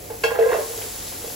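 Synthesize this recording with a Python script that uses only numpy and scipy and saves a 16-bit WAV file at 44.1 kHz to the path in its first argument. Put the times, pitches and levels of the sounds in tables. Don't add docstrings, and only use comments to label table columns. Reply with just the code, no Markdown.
import sys
import numpy as np
from scipy import signal
from scipy.fft import rfft, irfft, next_fast_len
from scipy.io import wavfile

SR = 44100
rng = np.random.default_rng(int(sys.argv[2]) if len(sys.argv) > 2 else 0)


def inscribe(sig):
    pcm = np.round(np.clip(np.atleast_2d(sig).T, -1, 1) * 32767)
    wavfile.write(sys.argv[1], SR, pcm.astype(np.int16))


N = 59535

# start in seconds, relative boom level in dB, boom pitch in Hz, relative ring level in dB,
# hardness in dB per octave, favoured wall pitch in Hz, contact in seconds.
PIECES = [(0.1, -22.5, 455.6, -27.5, -6.5, 860, 0.016), (.2355, -10.5, 456.6, -19, 0.5, 1210, 0.02),
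          (.311, -15.5, 477, -21.5, -6, 1055, 0.013), (.339, -19, 498, -26, -6, 830, 0.0028),
          (.384, -7, 456.7, -14, -7, 663, 0.013), (.4037, -7.5, 456.4, -35.5, -6, 2697, 0.0305),
          (.434, -17, 512, -29, -6.5, 1630, .014), (.458, -8.5, 505.4, -17, -8.5, 1048, 0.01),
          (.473, -21, 470, -33, -5, 1630, 0.01), (.488, -12.5, 491, -22.5, -5.5, 1049, 0.0177),
          (.503, -22, 470.5, -30.5, -6, 1630, 0.02), (.523, -9.5, 455, -20, -7, 742, 0.0103),
          (.539, -20, 471, -17, -7, 664, 0.015), (0.544, -33, 477, -42, -9, 2697, 0.0076),
          (.553, -9.5, 471.5, -20, -9.5, 1048, 0.0059), (0.581, -14.5, 439.5, -19.5, -7.5, 590, 0.013),
          (.598, -21.5, 430, -36, -25, 636, 0.01), (.615, -20.5, 520, -36, -27, 610, 0.0035),
          (.654, -39, 442, -40, -6.5, 815, 0.0051), (.683, -29.5, 440, -46, -24, 850, 0.017),
          (.697, -28, 470, -46, -3.5, 817, 0.027), (.731, -35.5, 486, -33.5, -9, 1048, 0.014),
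          (.771, -27, 436, -36, -9, 663, 0.015), (.835, -27, 454, -47, -3, 591, 0.013),
          (.862, -31.5, 418, -55, -12, 817, 0.015), (1.238, -24.5, 462, -34, -6, 590, 0.01),
          (1.272, -30, 482, -53, 4, 695, 0.0072)]
WALL_HZ = [591, 663, 742, 817, 860, 1048, 1425, 1630, 2180, 2228, 2468, 2697, 3265, 4285, 4570, 4680, 5500]
# level in dB before hardness tilts it, t60 in seconds before a soft piece damps it.
WALL_MODES = [(-5, 0.32), (-4.5, 0.34), (-7, 0.084), (-6, 0.52), (-3.5, 0.2), (2, 0.11), (1, 0.15),
              (6, 0.18), (-4, 0.22), (-7, 0.26), (-8.5, 0.24), (3.5, 0.21), (-9, 0.34), (-11.5, 0.26),
              (-15, 0.33), (-11, 0.2), (-10, 0.17)]
# pitch in Hz, width in Hz, relative level in dB.
HOLLOW = [(417.3, 8.4, 0), (447, 34, 2), (490, 17, 8)]
# time in seconds, relative level in dB.
PATTER_LEVEL = [(.09, -56), (.12, -46), (.22, -68), (.245, -47), (.30, -43), (.37, -33), (.40, -33),
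                (.47, -33), (.52, -27.5), (.58, -34.5), (.66, -47), (.78, -45), (.82, -48), (.95, -54.5),
                (1.2, -51), (1.26, -49), (1.35, -57)]
# frequency in Hz, relative level in dB.
SCRAPE_COLOUR = [(350, -15), (500, -20), (700, 5), (1000, 4.5), (1250, -2.5), (1600, -1.5), (2100, -4),
                 (2600, -18), (3500, -19.5), (6000, -29)]
# start in seconds, level in dB, pitch in Hz, width to each side in octaves,
# rise in seconds, t60 in seconds.
SPITS = [(.776, -28.5, 5200, .6, .001, .015), (.819, -35, 2700, .4, .002, .04),
         (1.063, -37, 4150, .15, .003, .04), (1.0795, -29, 4600, .3, .0004, .012),
         (1.117, -42, 1700, .7, .012, .15)]
# frequency in Hz, left over right in dB.
POT_BALANCE = [(330, 5.5), (500, -3.5), (900, -0.5), (1800, -0.5), (2740, 7), (6400, 5.5)]
# frequency in Hz, lead of the left in radians.
POT_LEAD = [(300, -0.4), (860, -1.18), (1890, -1.32), (2150, 0.13), (7000, 0.83)]
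# time in seconds, relative body level in dB, relative top level in dB.
FIZZ_LEVEL = [(0, -48, -43.5), (.2, -46, -41), (.25, -42.5, -38.5), (.37, -47, -42), (.5, -43, -39),
              (.62, -38.5, -37.5), (.7, -39, -37.5), (.8, -38, -35), (.9, -39, -37.5), (1.05, -39, -38),
              (1.2, -40.5, -38), (1.35, -40, -36.5)]
# frequency in Hz, relative level in dB.
FIZZ_COLOUR = [(700, -5.5), (1500, -4), (2500, -4.5), (4000, -1), (5500, 0), (7000, 2), (9000, 4.5),
               (12000, 1), (15500, -4)]
# frequency in Hz, left over right in dB.
FIZZ_BALANCE = [(1200, 1), (3500, 2), (5000, 3.5), (7200, -0.5)]
# frequency in Hz, likeness from 0 to 1.
FIZZ_LIKENESS = [(1700, 0.24), (2700, 0.8), (4000, 0.74), (5800, 0.37), (7000, 0.46)]
# frequency in Hz, relative level in dB.
FAN_COLOUR = [(15, -24), (25, 3.5), (81, 2.5), (200, -3.5), (324, 1), (450, 1.5), (567, 2.5), (743, -15.5),
              (866, -4.5), (1050, -45), (1160, -14), (1540, -17), (2500, -13), (3250, -29), (5500, -120)]
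# frequency in Hz, likeness from 0 to 1.
FAN_LIKENESS = [(60, 0.99), (130, 0.92), (290, 0.73), (450, 0.042), (1700, 0.13)]
# pitch in Hz, lowest level of its waver, roughly, in dB.
HUM = [(49, -56.5), (100, -51.5), (724, -53.5)]
# frequency in Hz, t60 in seconds.
KITCHEN_T60 = [(300, 0.28), (1000, 0.42), (3000, 0.32), (8000, 0.31)]
# start of the turn in Hz, end of the turn in Hz.
TURNS = [(7150, 8350), (9560, 10400), (11600, 12500), (13700, 14600)]

BOOM_DB, BOOM_RISE_S, BOOM_T60_S = -5.0, 0.0073, 0.037
BOOM_TAIL_DB, BOOM_TAIL_T60_S = -13, 0.1
FAVOUR_DB, FAVOUR_OCTAVES = 9.5, 0.04
FAVOUR_FREE = 0.42
SCATTER_DB, DAMPING_PER_DB = 2.5, 0.23
CHOKE_DB_PER_S2, WOBBLE_DB, WOBBLE_HZ = 1200, 2.5, 29.6
RING_RISE_S, SOFTER_RISE_PER_DB = 0.0034, 0.16
CRACK_DB, CRACK_T60_S, CRACK_TOP_HZ = 5.5, 0.14, 4080
PATTER_PER_S, PATTER_SPREAD_DB, PATTER_T60_S = 250, 3.22, 0.023
PATTER_DB, PATTER_BOOM_DB, PATTER_RING_DB, SCRAPE_DB = -2.5, 0.5, -7.5, 13.5
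BUBBLES_PER_S, BUBBLE_SPREAD_DB, POP_T60_S = 4400, 2, 0.002
FIZZ_DB, SPLIT_HZ, HISS = 6.5, 11050, 1.16
FAN_DB, KITCHEN_DB, KITCHEN_TOP_HZ = -41, -3.5, 5830
POT_LOW_HZ, MIC_LOW_HZ, EDGE_HZ = 360, 38.2, 15850
TURN_BLUR = 0.45


def pieces():
    out = np.zeros(N)
    t = np.arange(0, .35, 1 / SR)
    swell = np.sin(np.pi / 2 * np.minimum(t / BOOM_RISE_S, 1)) ** 2
    tail = gain_of(BOOM_TAIL_DB - 60 * t / BOOM_TAIL_T60_S)
    for start, boom_db, hz, ring_db, hardness_db, favoured_hz, contact in PIECES:
        after_contact = np.maximum(t - contact, 0)
        fall = gain_of(-60 * after_contact / BOOM_T60_S) + tail
        boom = swell * fall * gain_of(boom_db + BOOM_DB) * np.sin(2 * np.pi * hz * t)
        ring = gain_of(ring_db) * walls(t, hardness_db, favoured_hz)
        add(out, start, boom + ring)
    return out


def walls(t, hardness_db, favoured_hz):
    hz = np.array(WALL_HZ)[:, None]
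    level_db, t60 = np.transpose(WALL_MODES)[:, :, None]
    favour = np.exp(-(np.log2(hz / favoured_hz) / FAVOUR_OCTAVES) ** 2)
    scatter, phase, pace, wobble_phase = rng.random((4, len(WALL_HZ), 1))

    tilt_db = hardness_db * np.log2(hz / 1000) * (1 - favour)
    level_db = level_db + tilt_db + FAVOUR_DB * favour + SCATTER_DB * (scatter - .5)
    softness_db = np.minimum(hardness_db, 0)
    damped_t60 = t60 * np.exp(DAMPING_PER_DB * softness_db * (1 - FAVOUR_FREE * favour))
    fall_db = -60 * t / damped_t60 - CHOKE_DB_PER_S2 * t ** 2
    wobble_db = WOBBLE_DB * np.sin(2 * np.pi * (WOBBLE_HZ * (.5 + pace) * t + wobble_phase))
    modes = gain_of(level_db + fall_db + wobble_db) * np.sin(2 * np.pi * (hz * t + phase))
    ring = modes.sum(0)

    dull_noise = signal.lfilter(*signal.butter(1, CRACK_TOP_HZ, fs=SR), rng.standard_normal(len(t)))
    crack = gain_of(CRACK_DB + 2 * hardness_db - 60 * t / CRACK_T60_S) * dull_noise
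    rise_s = RING_RISE_S * np.exp(-SOFTER_RISE_PER_DB * hardness_db)
    return np.minimum(t / rise_s, 1) * (ring + crack) / 2


def patter():
    t = np.arange(0, .3, 1 / SR)
    level = gain_of(along(PATTER_LEVEL) + PATTER_DB)
    rattle = level * bursts(PATTER_PER_S, PATTER_SPREAD_DB, PATTER_T60_S)
    scrape = gain_of(SCRAPE_DB) * coloured(rattle, SCRAPE_COLOUR)
    hollow = sum(gain_of(db) * np.exp(-np.pi * width * t) * np.sin(2 * np.pi * hz * t)
                 for hz, width, db in HOLLOW)
    ring = walls(t, hardness_db=-10.5, favoured_hz=1048)
    body = gain_of(PATTER_BOOM_DB) * evened(hollow) + gain_of(PATTER_RING_DB) * evened(ring)
    return scrape + signal.oaconvolve(rattle, body / np.sqrt(len(t)))[:N]


def spits():
    out = np.zeros(N)
    t = np.arange(0, .06, 1 / SR)
    for start, db, hz, octaves, rise, t60 in SPITS:
        edges_hz = hz * 2 ** np.array([-octaves, octaves])
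        band = signal.butter(2, edges_hz, "bandpass", fs=SR)
        puff = evened(signal.lfilter(*band, rng.standard_normal(len(t))))
        add(out, start, np.minimum(t / rise, 1) * gain_of(db - 60 * t / t60) * puff)
    return out


def fizz():
    lowpass = signal.firwin(63, SPLIT_HZ, fs=SR)[None]
    body = signal.oaconvolve(bubbles(), lowpass, "same")
    second = bubbles()
    top = second - signal.oaconvolve(second, lowpass, "same")
    body_gain, top_gain = gain_of(along(FIZZ_LEVEL)), gain_of(along(FIZZ_LEVEL, column=2))
    return gain_of(FIZZ_DB) * (body * body_gain + top * top_gain)


def bubbles():
    streams = []
    for _ in range(2):
        pops = bursts(BUBBLES_PER_S, BUBBLE_SPREAD_DB, POP_T60_S)
        hissing = pops + HISS * rng.standard_normal(N)
        streams.append(evened(coloured(hissing, FIZZ_COLOUR)))
    return spread(*streams, FIZZ_LIKENESS, FIZZ_BALANCE)


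def fan():
    colour = FAN_COLOUR + [(6000, -56)]
    a, b = (gain_of(FAN_DB) * evened(coloured(noise, colour)) for noise in rng.standard_normal((2, N)))
    t = np.arange(N) / SR
    hum = 0
    for hz, db in HUM:
        waver_db = 2 + 2 * np.sin(9 * t + hz)
        hum = hum + gain_of(db + waver_db) * np.sin(2 * np.pi * hz * t)
    return spread(a, b, FAN_LIKENESS, [(1, -0.35)]) + hum


def kitchen(x):
    taps = np.zeros((2, SR))
    slots = np.arange(300, SR - 20, 20)
    at = slots + rng.integers(0, 20, (2, len(slots)))
    np.put_along_axis(taps, at, rng.choice([-1., 1.], at.shape), 1)
    hz, t, bands = signal.stft(taps, SR, nperseg=256)
    decay = gain_of(-60 * t / read(KITCHEN_T60, hz)[:, None])
    tail = signal.istft(bands * decay, SR, nperseg=256)[1]
    return signal.fftconvolve(x[None], tail / np.linalg.norm(tail[0]), axes=1)[:, :N]


def bursts(per_s, spread_db, t60):
    struck = rng.random(N) < per_s / SR
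    size = gain_of(spread_db * np.minimum(rng.exponential(1, N), 5)) * struck
    power = signal.lfilter([1], [1, -gain_of(-120 / (t60 * SR))], size ** 2)
    return evened(np.sqrt(power) * rng.standard_normal(N))


def spread(a, b, likeness, balance, lead=((1, 0),)):
    size = next_fast_len(N + 4096)
    hz = np.fft.rfftfreq(size, 1 / SR)
    a, b = rfft(a, size), rfft(b, size)
    turned = np.pi * sum(np.clip((hz - lo) / (hi - lo), 0, 1) for lo, hi in TURNS)
    treble = hz > TURNS[0][1]
    blurred = 1 - TURN_BLUR * np.sin(turned) ** 2
    share = np.where(treble, blurred, np.clip(read(likeness, hz), -1, 1))
    half = np.where(treble, 1, gain_of(read(balance, hz) / 2))
    blend = share * a + np.sqrt(1 - share ** 2) * b
    right = blend * np.exp(1j * (turned - read(lead, hz))) / half
    return irfft(np.array([a * half, right]), size)[:, :N]


def coloured(x, points):
    return irfft(rfft(x) * gain_of(read(points, np.fft.rfftfreq(N, 1 / SR))), N)


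def read(points, hz):
    f, value = np.transpose(points)
    return np.interp(np.log(hz + 1), np.log(f + 1), value)


def along(rows, column=1):
    rows = np.array(rows)
    return np.interp(np.arange(N) / SR, rows[:, 0], rows[:, column])


def gain_of(db):
    return 10 ** (np.asarray(db) / 20)


def evened(x):
    return x / np.sqrt(np.mean(x ** 2) + 1e-20)


def add(mix, start, sound):
    part = mix[round(start * SR):][:len(sound)]
    part += sound[:len(part)]


def scene():
    highpass = signal.butter(4, POT_LOW_HZ, "highpass", fs=SR, output="sos")
    pot = signal.sosfilt(highpass, pieces() + patter() + spits())
    dull = signal.sosfilt(signal.butter(4, KITCHEN_TOP_HZ, fs=SR, output="sos"), pot)
    direct = spread(pot, pot, [(1, 0.97)], POT_BALANCE, POT_LEAD)
    return direct + gain_of(KITCHEN_DB) * kitchen(dull) + fizz() + fan()


def record(dry):
    thin = signal.sosfilt(signal.butter(2, MIC_LOW_HZ, "highpass", fs=SR, output="sos"), dry)
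    lowpass = signal.firwin(511, EDGE_HZ, window=("kaiser", 9), fs=SR)[None]
    return signal.oaconvolve(thin, lowpass, "same")


dry = scene()
out = record(dry)
inscribe(out)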